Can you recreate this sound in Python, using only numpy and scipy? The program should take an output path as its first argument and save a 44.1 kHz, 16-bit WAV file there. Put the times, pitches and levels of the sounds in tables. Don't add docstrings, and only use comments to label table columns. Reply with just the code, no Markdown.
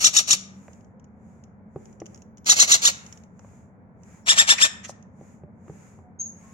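import sys
import numpy as np
from scipy import signal
from scipy.fft import rfft, irfft, next_fast_len
from scipy.io import wavfile
from scipy.ndimage import uniform_filter1d

SR = 44100
rng = np.random.default_rng(int(sys.argv[2]) if len(sys.argv) > 2 else 0)


def pcm_store(signal):
    levels = np.round(np.clip(np.atleast_2d(signal), -1, 1) * 32767)
    wavfile.write(sys.argv[1], SR, levels.astype(np.int16).T)


N = 287973


def amp(db):
    return 10 ** (np.asarray(db) / 20)


def unit(x):
    return x / np.sqrt(np.mean(x ** 2) + 1e-20)


def along(points, hz, axis=1):
    table = np.array(points, float)
    return np.interp(np.log(hz + 1), np.log(table[:, 0] + 1), table[:, axis])


def curves(rows, t):
    s, *cols = np.transpose(rows)
    return [np.interp(t, s, c) for c in cols]


def add(track, s, sound):
    start = round(s * SR)
    part = sound[max(-start, 0):max(N - start, 0)]
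    track[max(start, 0):][:len(part)] += part


def filtered(x, response):
    length = x.shape[-1]
    size = 2 * next_fast_len(length // 2 + SR // 8)
    return irfft(rfft(x, size) * response(np.fft.rfftfreq(size, 1 / SR)), size)[..., :length]


def causal(gain):
    cepstrum = irfft(np.log(np.maximum(gain, 1e-6)))
    half = len(cepstrum) // 2
    cepstrum[1:half] *= 2
    cepstrum[half + 1:] = 0
    return np.exp(rfft(cepstrum))


def band(hz, centre_hz, half_width_hz):
    return 1 / (1 + 1j * (hz - centre_hz) / half_width_hz) ** 2


def rush(gain, side_db):
    mid, side = filtered(rng.standard_normal((2, N)), gain)
    side = amp(side_db) * side
    return unit(np.array([mid + side, mid - side]))


def rasp(t, before, after, effort, scatter_db, air, uneven):
    flap_rates = (560.4, 1198.7, 622.6)
    slack_hz, tight_hz, spent_hz = flap_rates
    flap_hz = np.interp(t, [-before, 0, .028, after], [slack_hz, tight_hz, tight_hz, spent_hz])
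    turns = np.cumsum(1 + min(uneven, 1) * rng.uniform(-1, 1, size=len(t) // 16))
    at = np.searchsorted(np.cumsum(flap_hz) / SR, turns)
    at = at[at < len(t)]

    slaps = np.zeros(len(t))
    strength_db = scatter_db * np.clip(rng.standard_normal(len(at)), -2, 1)
    slaps[at] = amp(strength_db) / np.sqrt(flap_hz[at])
    puff_decay = np.exp(-1 / (SR * 0.0014))
    puffs = signal.lfilter([1], [1, -puff_decay], slaps) * rng.standard_normal(len(t))
    slaps = slaps - uniform_filter1d(slaps, size=128)

    start_db, swell_db, locked_db, return_db, late_db = effort
    when = [-before - .004, -before + 0.0059, -.002, .005, .022, .029, after - .012, after, after + 0.024]
    levels = [-45, start_db, swell_db, locked_db, locked_db, return_db, late_db, late_db - 7.0, -32]
    effort_db = np.interp(t, when, levels, left=-120, right=-120)
    return unit(unit(slaps) + air * unit(puffs)) * amp(effort_db)


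def squeal(t, top_hz, chick, syrinx, jitter, vary_db):
    crest, rise, fall, attack, length, shimmer_db, crest_db = chick
    arch_sag, arch_power = .29, 2.1
    lowest_share, release_s = .6, 0.0089
    slack_jitter = 0.041
    lead_s = 0.0031

    def waver():
        return unit(uniform_filter1d(rng.standard_normal(len(t)), size=20))

    def gate(lead):
        opening = np.clip((t + lead) / attack + .5, 0, 1)
        closing = np.clip((length + lead - t) / release_s + .5, 0, 1)
        return opening * closing

    off_crest = np.abs((t - crest) / np.where(t < crest, rise, fall))
    arch = np.maximum(np.exp(-arch_sag * off_crest ** arch_power), lowest_share)
    pitch = top_hz * arch * (1 + (jitter + slack_jitter * (1 - arch)) * waver())
    phase = 2 * np.pi * np.cumsum(pitch) / SR

    partials = np.zeros(len(t))
    for k in range(1, 9):
        strength = amp(along(syrinx, k * pitch) + rng.normal(0, vary_db))
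        partials += strength * gate(lead_s * (k == 1)) * np.sin(k * phase)
    return partials * amp(shimmer_db * waver() + crest_db * np.exp(-(off_crest / 0.75) ** 2))


def radiate(source, beak):
    def response(hz):
        throat = causal(unit(amp(along(beak, hz))))
        tilt = amp(along(beak, hz, axis=2) / 2)
        turn = np.exp(.5j * along(beak, hz, axis=3))
        ports = np.array([tilt * turn, 1 / (tilt * turn)])
        return throat * ports / np.sqrt((tilt ** 2 + tilt ** -2) / 2)
    return filtered(source, response)


def tub_walls(x, t60):
    t = np.arange(SR // 20) / SR
    echoes = rng.standard_normal((2, len(t))) * amp(-60 * t / t60) * (t > .001)
    echoes = echoes / np.linalg.norm(echoes, axis=1, keepdims=True)
    return signal.fftconvolve(np.atleast_2d(x), echoes, axes=1)[:, :N]


def room(x, gap):
    # (f/Hz, t60/s)
    decay = [(200, 1), (1000, 0.91), (3500, 0.39), (7000, 0.385), (14000, 0.19)]
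    hz, t, z = signal.stft(rng.standard_normal((2, SR * 3 // 4)), SR, nperseg=256)
    tail = signal.istft(z * amp(-60 * t / along(decay, hz)[:, None]), SR, nperseg=256)[1]
    tail = tail * np.clip(np.arange(tail.shape[1]) / SR / gap, 0, 1)
    return signal.fftconvolve(np.atleast_2d(x), tail / np.linalg.norm(tail[0]), axes=1)[:, :N]


def thin_centre(pair, centre_hz, half_width_hz, depth_db):
    mid, side = (pair[0] + pair[1]) / 2, (pair[0] - pair[1]) / 2

    def dip(hz):
        return causal(amp(depth_db / (1 + ((hz - centre_hz) / half_width_hz) ** 4)))
    mid = filtered(mid, dip)
    return np.array([mid + side, mid - side])


def begging():
    # (squeal onset t/s, top pitch f/Hz, squeal level/dB, rasp level/dB,
    #                 rasp before t/s, rasp after t/s, burst counted from 0)
    begs = [(0.0434, 1977, -17.5, -16, .044, .046, 0), (.1650, 1925, -17, -16.5, .035, .044, 0),
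            (0.3067, 1896, -17.5, -16, .036, .043, 0), (2.4955, 2005, -16, -15, .039, 0.046, 1),
            (2.5986, 2070, -15.5, -14.5, .044, .05, 1), (2.7167, 2014, -15.5, -14, .044, .046, 1),
            (2.8518, 1943, -16.5, -16.5, .038, .049, 1), (4.2899, 1825, -16.5, -17.5, .031, .053, 2),
            (4.3842, 1848, -15.5, -16.5, .031, .05, 2), (4.4948, 1839, -15.5, -14.5, .028, .046, 2),
            (4.6191, 1830, -16, -17, .033, .051, 2)]
    # (onset to crest t/s, pitch rise t/s, pitch fall t/s, attack t/s, length t/s,
    #                       rough shimmer level/dB, level at the crest/dB)
    chick_a, chick_b = (.0172, .0136, .0093, .0045, 0.028, 1.0, -1.8), (.018, .0174, .016, 0.012, 0.025, 1.7, -1.2)
    # (f/Hz, level/dB)
    syrinx_a, syrinx_b = [(1200, -7.5), (1500, -10), (2000, -10), (2700, -3), (3300, -3), (4000, -0.5),
                          (5000, -6), (6000, -2.5), (6800, 4), (7700, -8.5), (8700, -1), (11000, -7.5),
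                          (15000, -14)], [(1200, -12), (1850, -6.5), (2500, 0), (3300, 0.5), (3700, -2.5),
                                            (4500, -6.5), (5400, -4), (6200, 0.5), (6700, -9), (7300, 0.5),
                                            (9200, -1), (11000, -4), (15000, -10)]
    effort_a, effort_b = (-11.5, -3.5, -11, -1.5, -2.5), (-15.5, 1, -8.5, 0.5, -3.5)
    # (f/Hz, relative level/dB, left minus right level/dB, left phase lead [rad])
    beak_1, beak_2, beak_3 = [(39.7, -23, 4, 1.5), (170.0, -15, 3, -0.3), (350.0, -18.5, 4, 1),
                              (804, -19.0, 1.5, -1.0), (1050, -24.5, -1, 0.5), (1247, -14.0, 0, -1.5),
                              (1450, -16, -3.5, -2.5), (1760, -11, -0.5, -2.5), (2000.0, -10.5, 1, -3.5),
                              (2470, -13, 7.5, -1), (2927, -11.5, -2.0, -0.95), (3310, -12.5, 1, -2.5),
                              (3500, -11.0, 0, -4), (4060, -10, -1.5, -4.5), (4170, -9, -1.5, -8.5),
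                              (4600, -9.5, -3.5, -4.5), (5030, -12.5, -7.5, -4), (5334, -5, 6.0, -6),
                              (6000, 0.0, 6.5, -7.5), (6100.0, -6, 8.0, -11), (6510, -5, 8.5, -11),
                              (6840, -6.5, 4.5, -12.5), (7347, -9, -0.5, -14.5), (7440, -12.0, -3.5, -14.5),
                              (8870, -16, -10.0, -14), (8950.0, -21, -11, -12), (9400, -30, -1.5, -11),
                              (10615, -22.5, -5.5, -11.5), (11600, -21.5, -1, -13.0),
                              (13300.0, -33.0, -1.5, -16), (15000.0, -30.5, -4.5, -14)], [(40.0, -23.5, 2, 2.5), (169.4, -12, 1.5, -2),
                                              (350.0, -15.5, -0.5, 1.07), (804, -12.5, 1, -1.5),
                                              (1060, -15, 3.5, -1.76), (1240, -14, -5, -0.9),
                                              (1480, -9.5, 3, -3.0), (1742, -7, 0.0, -3),
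                                              (2007, -6.5, 2, -2.5), (2412, -7.5, 2, -2.5),
                                              (2855, -8, -1.5, -2), (3340, -12, -1, -1.1),
                                              (3586, -6.5, -0.5, 3.5), (3980, -7, 1.5, 1.6),
                                              (4150, -1.5, 2.5, 0.54), (4508, -5.5, -1, 0.3),
                                              (4980, -7, -2.5, -1.1), (5430, -6, -4, -2.5),
                                              (5830, -2.5, -5, 0.5), (6045, -1.5, 7.5, -2.5),
                                              (6500.0, -2.5, -1, -5), (6823, -2, 1.5, -4.5),
                                              (7480, -5, 2.5, -5), (7873, -14.5, 0.5, -3.5),
                                              (8440, -14, -1.0, -5), (8950.0, -17.5, -1, -8),
                                              (9600.0, -26, -1.5, -9.5), (10400, -24.5, 0.5, -9),
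                                              (11450, -15.5, 1.5, -7.5), (13300.0, -34.5, -0.5, -10),
                                              (15000.0, -27, -3, -7)], [(40.0, -17, 2.5, 0.2), (170.6, -14.5, 4, 0.1),
                                                              (349.7, -15.5, 1.5, 0.2),
                                                              (785, -8.5, 1.5, 1.0), (1049, -9.0, 0, 1.7),
                                                              (1251, -5, 1.0, 2.4), (1500.0, -5, -3, 3.0),
                                                              (1780, 2, 4, 3.2), (2020, -3.5, -1.5, 3.2),
                                                              (2360, -3, 5.5, 5.0), (2920, -3.5, 9, 4.6),
                                                              (3304, -4, 9, 4.7), (3400, 0.5, 5, 4.6),
                                                              (3900.0, -1, 2.5, 4.7),
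                                                              (4230, -8.0, 0.0, 6.3), (4660, -9, -2, 7.2),
                                                              (4925, -6.0, -7.5, 8.5),
                                                              (5470, -1, -3.5, 8.8), (5510, -1, 5.0, 10.2),
                                                              (6080, -5.5, 4, 11), (6440, -4, 0.5, 10.2),
                                                              (6650, -2, 5, 11.03), (7400, -1.5, 5, 10.84),
                                                              (8000, -5.5, 0.5, 10), (8630, -16, -1, 12.9),
                                                              (8950.0, -14.5, 7, 15.3),
                                                              (9400, -23.5, 6.5, 18),
                                                              (11000, -18, -1.5, 12.4),
                                                              (11500.0, -28.5, 3.5, 33),
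                                                              (13370, -29.5, 6, 13), (15070, -28, 8, 20)]
    # (centre f/Hz, half width f/Hz, depth level/dB)
    centre_dips = [(1820, 230, -18), (1720, 220, -13.5), (1650, 160, -6)]

    t = np.arange(-SR // 16, SR // 6) / SR
    voices = [(chick_a, syrinx_a, effort_a, beak_1),
              (chick_a, syrinx_a, effort_a, beak_2),
              (chick_b, syrinx_b, effort_b, beak_3)]
    pair = np.zeros((2, N))
    for s, top_hz, squeal_db, rasp_db, before, after, burst in begs:
        burst = round(burst)
        chick, syrinx, effort, beak = voices[burst]
        clear = squeal(t, top_hz, chick, syrinx, jitter=0.0057, vary_db=0.82)
        rough = rasp(t, before, after, effort, scatter_db=2.0, air=.6, uneven=.38)
        call = radiate(amp(squeal_db) * clear + amp(rasp_db) * rough, beak)
        off_walls = amp(-8.0) * tub_walls(call, t60=.033)
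        off_room = amp(-18) * room(call, gap=0.01)
        for path in call, off_walls, off_room:
            for port, sound in zip(pair, thin_centre(path, *centre_dips[burst])):
                add(port, s + t[0], sound)
    return pair


def background(rumble_db, middle_db):
    # (f/Hz, relative level/dB per Hz)
    rumble_shape, middle_shape = [(15, -70), (25, -32), (49, -17.5), (86, 0.5), (162, -5), (183, -2.5),
                                  (227, -3), (269, -9.5), (324, -17), (402, -15), (462, -14), (1000, -23),
                                  (1300, -53.5), (2200, -120)], [(500, -3.5), (900, -1), (1400, -3.5), (2300, -12),
                                                  (2750, -30), (4000, -41), (12000, -54)]
    # (f/Hz, width f/Hz, level/dB)
    resonances = [(188, 33, -56), (218.44, 9.5, -58)]
    # (start t/s, end t/s, f/Hz, level/dB)
    passing = [(0.349, 0.634, 193.7, -45), (0.93, 1.009, 520, -57.5), (1.947, 2.02, 549, -58.5),
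               (5.42, 5.51, 590, -58), (6.03, 6.13, 730, -57), (6.422, 6.58, 1078, -61.5)]
    t = np.arange(N) / SR
    bass_side_db = -10
    rumble = amp(rumble_db) * rush(lambda hz: amp(along(rumble_shape, hz)), bass_side_db)
    hum = sum(amp(db) * rush(lambda hz: band(hz, centre_hz, width_hz / 2), bass_side_db)
              for centre_hz, width_hz, db in resonances)
    middle = amp(middle_db) * rush(lambda hz: amp(along(middle_shape, hz)), side_db=1.0)
    tones = np.zeros(N)
    for start, end, hz, db in passing:
        fade = np.clip(np.minimum(t - start, end - t) / 0.022, 0, 1)
        tones += amp(db) * fade * np.sin(2 * np.pi * hz * t)
    return rumble + hum + middle + tones


def hiss(floor_db):
    # (f/Hz, relative level/dB per Hz)
    shape = [(400, -16), (900, -0.5), (1600, -1), (2300, -1.5), (3000, -14.5), (4200, -20.5), (5500, -12),
             (6900, 3.5), (8000, -12), (10500, -18.5), (15000, -28)]
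    # (centre t/s, length t/s, level/dB)
    swells = [(0.668, 0.23, -63), (1.325, 0.17, -71), (1.86, 0.15, -64.5), (2.141, 0.13, -65),
              (3.069, 0.21, -57.5), (3.517, 0.196, -64), (4.134, 0.14, -59), (5.28, 0.15, -63),
              (5.82, 0.23, -59), (6.469, .18, -58.5)]
    steepness = 2.4
    t = np.arange(N) / SR
    swell = sum(amp(db) * np.exp(-.5 * np.abs(2 * (t - s) / length) ** steepness) for s, length, db in swells)
    return (swell + amp(floor_db)) * rush(lambda hz: amp(along(shape, hz)), side_db=-1.0)


def bumps():
    # (t/s, level/dB, hard edge relative level/dB, soft thud relative level/dB, pitch factor)
    knocks = [(0.681, -46.5, 13.5, -10, 1.2), (1.7602, -24.5, -14, -1, 0.97),
              (2.0177, -27.5, -5, -11, 1.03), (3.394, -65.5, 24, -10.5, 0.78), (3.447, -60, 15.5, -10, 1.1),
              (4.894, -44, 18, -4, 1.3), (5.211, -35, -12, 1.5, 1.02), (5.436, -36.5, -13, 4, 0.96),
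              (5.681, -49.5, 10.5, -9.5, 0.88), (5.697, -31, -13, 2.5, 1.023), (5.988, -41, -9, 3, 0.97)]
    # (f/Hz, mean level/dB, t60/s)
    modes = [(235, -13, .04), (328.3, -11.5, .07), (400, 1, 0.045), (480, -14, .03), (788, -8, 0.024),
             (1061, -22, 0.03)]
    lowest_hz = 70
    thud_hz, thud_t60_s = 150, 0.055
    t = np.arange(SR // 5) / SR
    rings, clacks = np.zeros((2, N))
    for s, db, edge_db, thud_db, pitch in knocks:
        ring = sum(amp(level + rng.normal(0, 4.1) - 60 * t / t60) * np.sin(2 * np.pi * pitch * hz * t)
                   for hz, level, t60 in modes)
        thud = amp(thud_db - 60 * t / thud_t60_s) * np.sin(2 * np.pi * thud_hz * t)
        onset = 1 - np.exp(-t / 0.00092)
        add(rings, s, -amp(db) * (ring + thud) * onset)
        add(clacks, s, amp(db + edge_db - 60 * t / 0.013) * rng.standard_normal(len(t)))
    # (f/Hz, level/dB)
    plastic = [(200, -10), (600, 18.5), (1200, 7), (2500, -6.5), (3500, -26), (12000, -36)]
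    highpass = signal.butter(2, lowest_hz, 'highpass', fs=SR, output='sos')
    rings = signal.sosfilt(highpass, rings)
    return rings + filtered(clacks, lambda hz: causal(amp(along(plastic, hz))))


def ticks(level_db, t60):
    # (t/s, level/dB before the common level)
    clicks = [(0.7317, -45), (0.808, -53), (.846, -56.5), (0.9971, -54), (1.043, -52), (1.4382, -46.5),
              (1.8557, -43.5), (1.928, -51.5), (2.0015, -38), (2.058, -39), (2.0634, -34.5),
              (2.1455, -39.5), (2.158, -44), (2.176, -46.5), (2.2197, -42.5), (2.372, -45), (2.3806, -42),
              (2.445, -42), (3.0636, -35), (3.1257, -32.5), (3.174, -41), (3.236, -44.5), (3.393, -46.5),
              (4.034, -49), (5.026, -48.5)]
    t = np.arange(SR // 20) / SR
    pair = np.zeros((2, N))
    for s, db in clicks:
        for port in pair:
            add(port, s, amp(db + level_db - 60 * t / t60) * rng.standard_normal(len(t)))
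    # (f/Hz, relative level/dB)
    horn = [(800, -14.0), (2500, -7.5), (3000, -6), (4000, -18.0), (5200, -6.5), (5750, 4.5),
            (6150, -1.5), (6600, 6.5), (7200, 0), (8000, -21), (14000, -30.0)]
    return filtered(pair, lambda hz: causal(unit(amp(along(horn, hz)))))


def chirps():
    # (centre t/s, level/dB, length t/s, centre f/Hz, width f/Hz)
    husky_calls = [(4.589, -22.5, 0.016, 2250, 550), (4.587, -32.5, 0.017, 5800, 2500),
                   (4.853, -40.5, 0.02394, 2480, 2300), (4.853, -40, 0.0271, 6430, 1500),
                   (4.897, -43, 0.033, 6230, 2600)]
    t = np.arange(N) / SR
    pair = np.zeros((2, N))
    for s, db, length, centre_hz, width_hz in husky_calls:
        swell = np.exp(-(2 * (t - s) / length) ** 2)
        pair += amp(db) * swell * rush(lambda hz: band(hz, centre_hz, width_hz / 2), side_db=-2.5)
    return pair


def peep(overtone_db, flutter, husk_db):
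    # (t/s, f/Hz, level/dB)
    course = [(6.187, 6620, -42), (6.204, 6390, -28.5), (6.225, 6640, -37), (6.25, 6560, -40),
              (6.3, 6600, -55)]
    t = np.arange(N) / SR
    pitch, db = curves(course, t)

    def waver(speed_hz):
        return unit(filtered(rng.standard_normal(N), lambda hz: np.exp(-(hz / speed_hz) ** 4)))

    phase = 2 * np.pi * np.cumsum(pitch * (1 + flutter * waver(speed_hz=261))) / SR
    gate = np.clip((t - course[0][0]) / 0.006, 0, 1) * np.clip((course[-1][0] - t) / 0.0096, 0, 1)
    husky = unit(1 + amp(husk_db) * waver(speed_hz=290))
    return amp(db) * gate * husky * (np.sin(phase) + amp(overtone_db) * np.sin(2 * phase))


def scene():
    calls = begging()
    small = chirps() + bumps() + ticks(level_db=-3.5, t60=0.018)
    small = small + amp(-10.0) * tub_walls(small, t60=0.05) + amp(-16.0) * room(small, gap=.012)
    far = peep(overtone_db=-36.0, flutter=0.007, husk_db=-2)
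    far = amp(-7.0) * far + amp(-1.0) * tub_walls(far, t60=0.0217) + amp(0.0) * room(far, gap=0.0053)
    return calls + small + far + hiss(floor_db=-97) + background(rumble_db=-51.0, middle_db=-65)


def record(dry):
    ceiling, top_hz = .95, 15830
    rounded = dry / (1 + np.abs(dry / ceiling) ** 6) ** (1 / 6)
    return filtered(rounded, lambda hz: hz < top_hz)


dry = scene()
out = record(dry)
pcm_store(out)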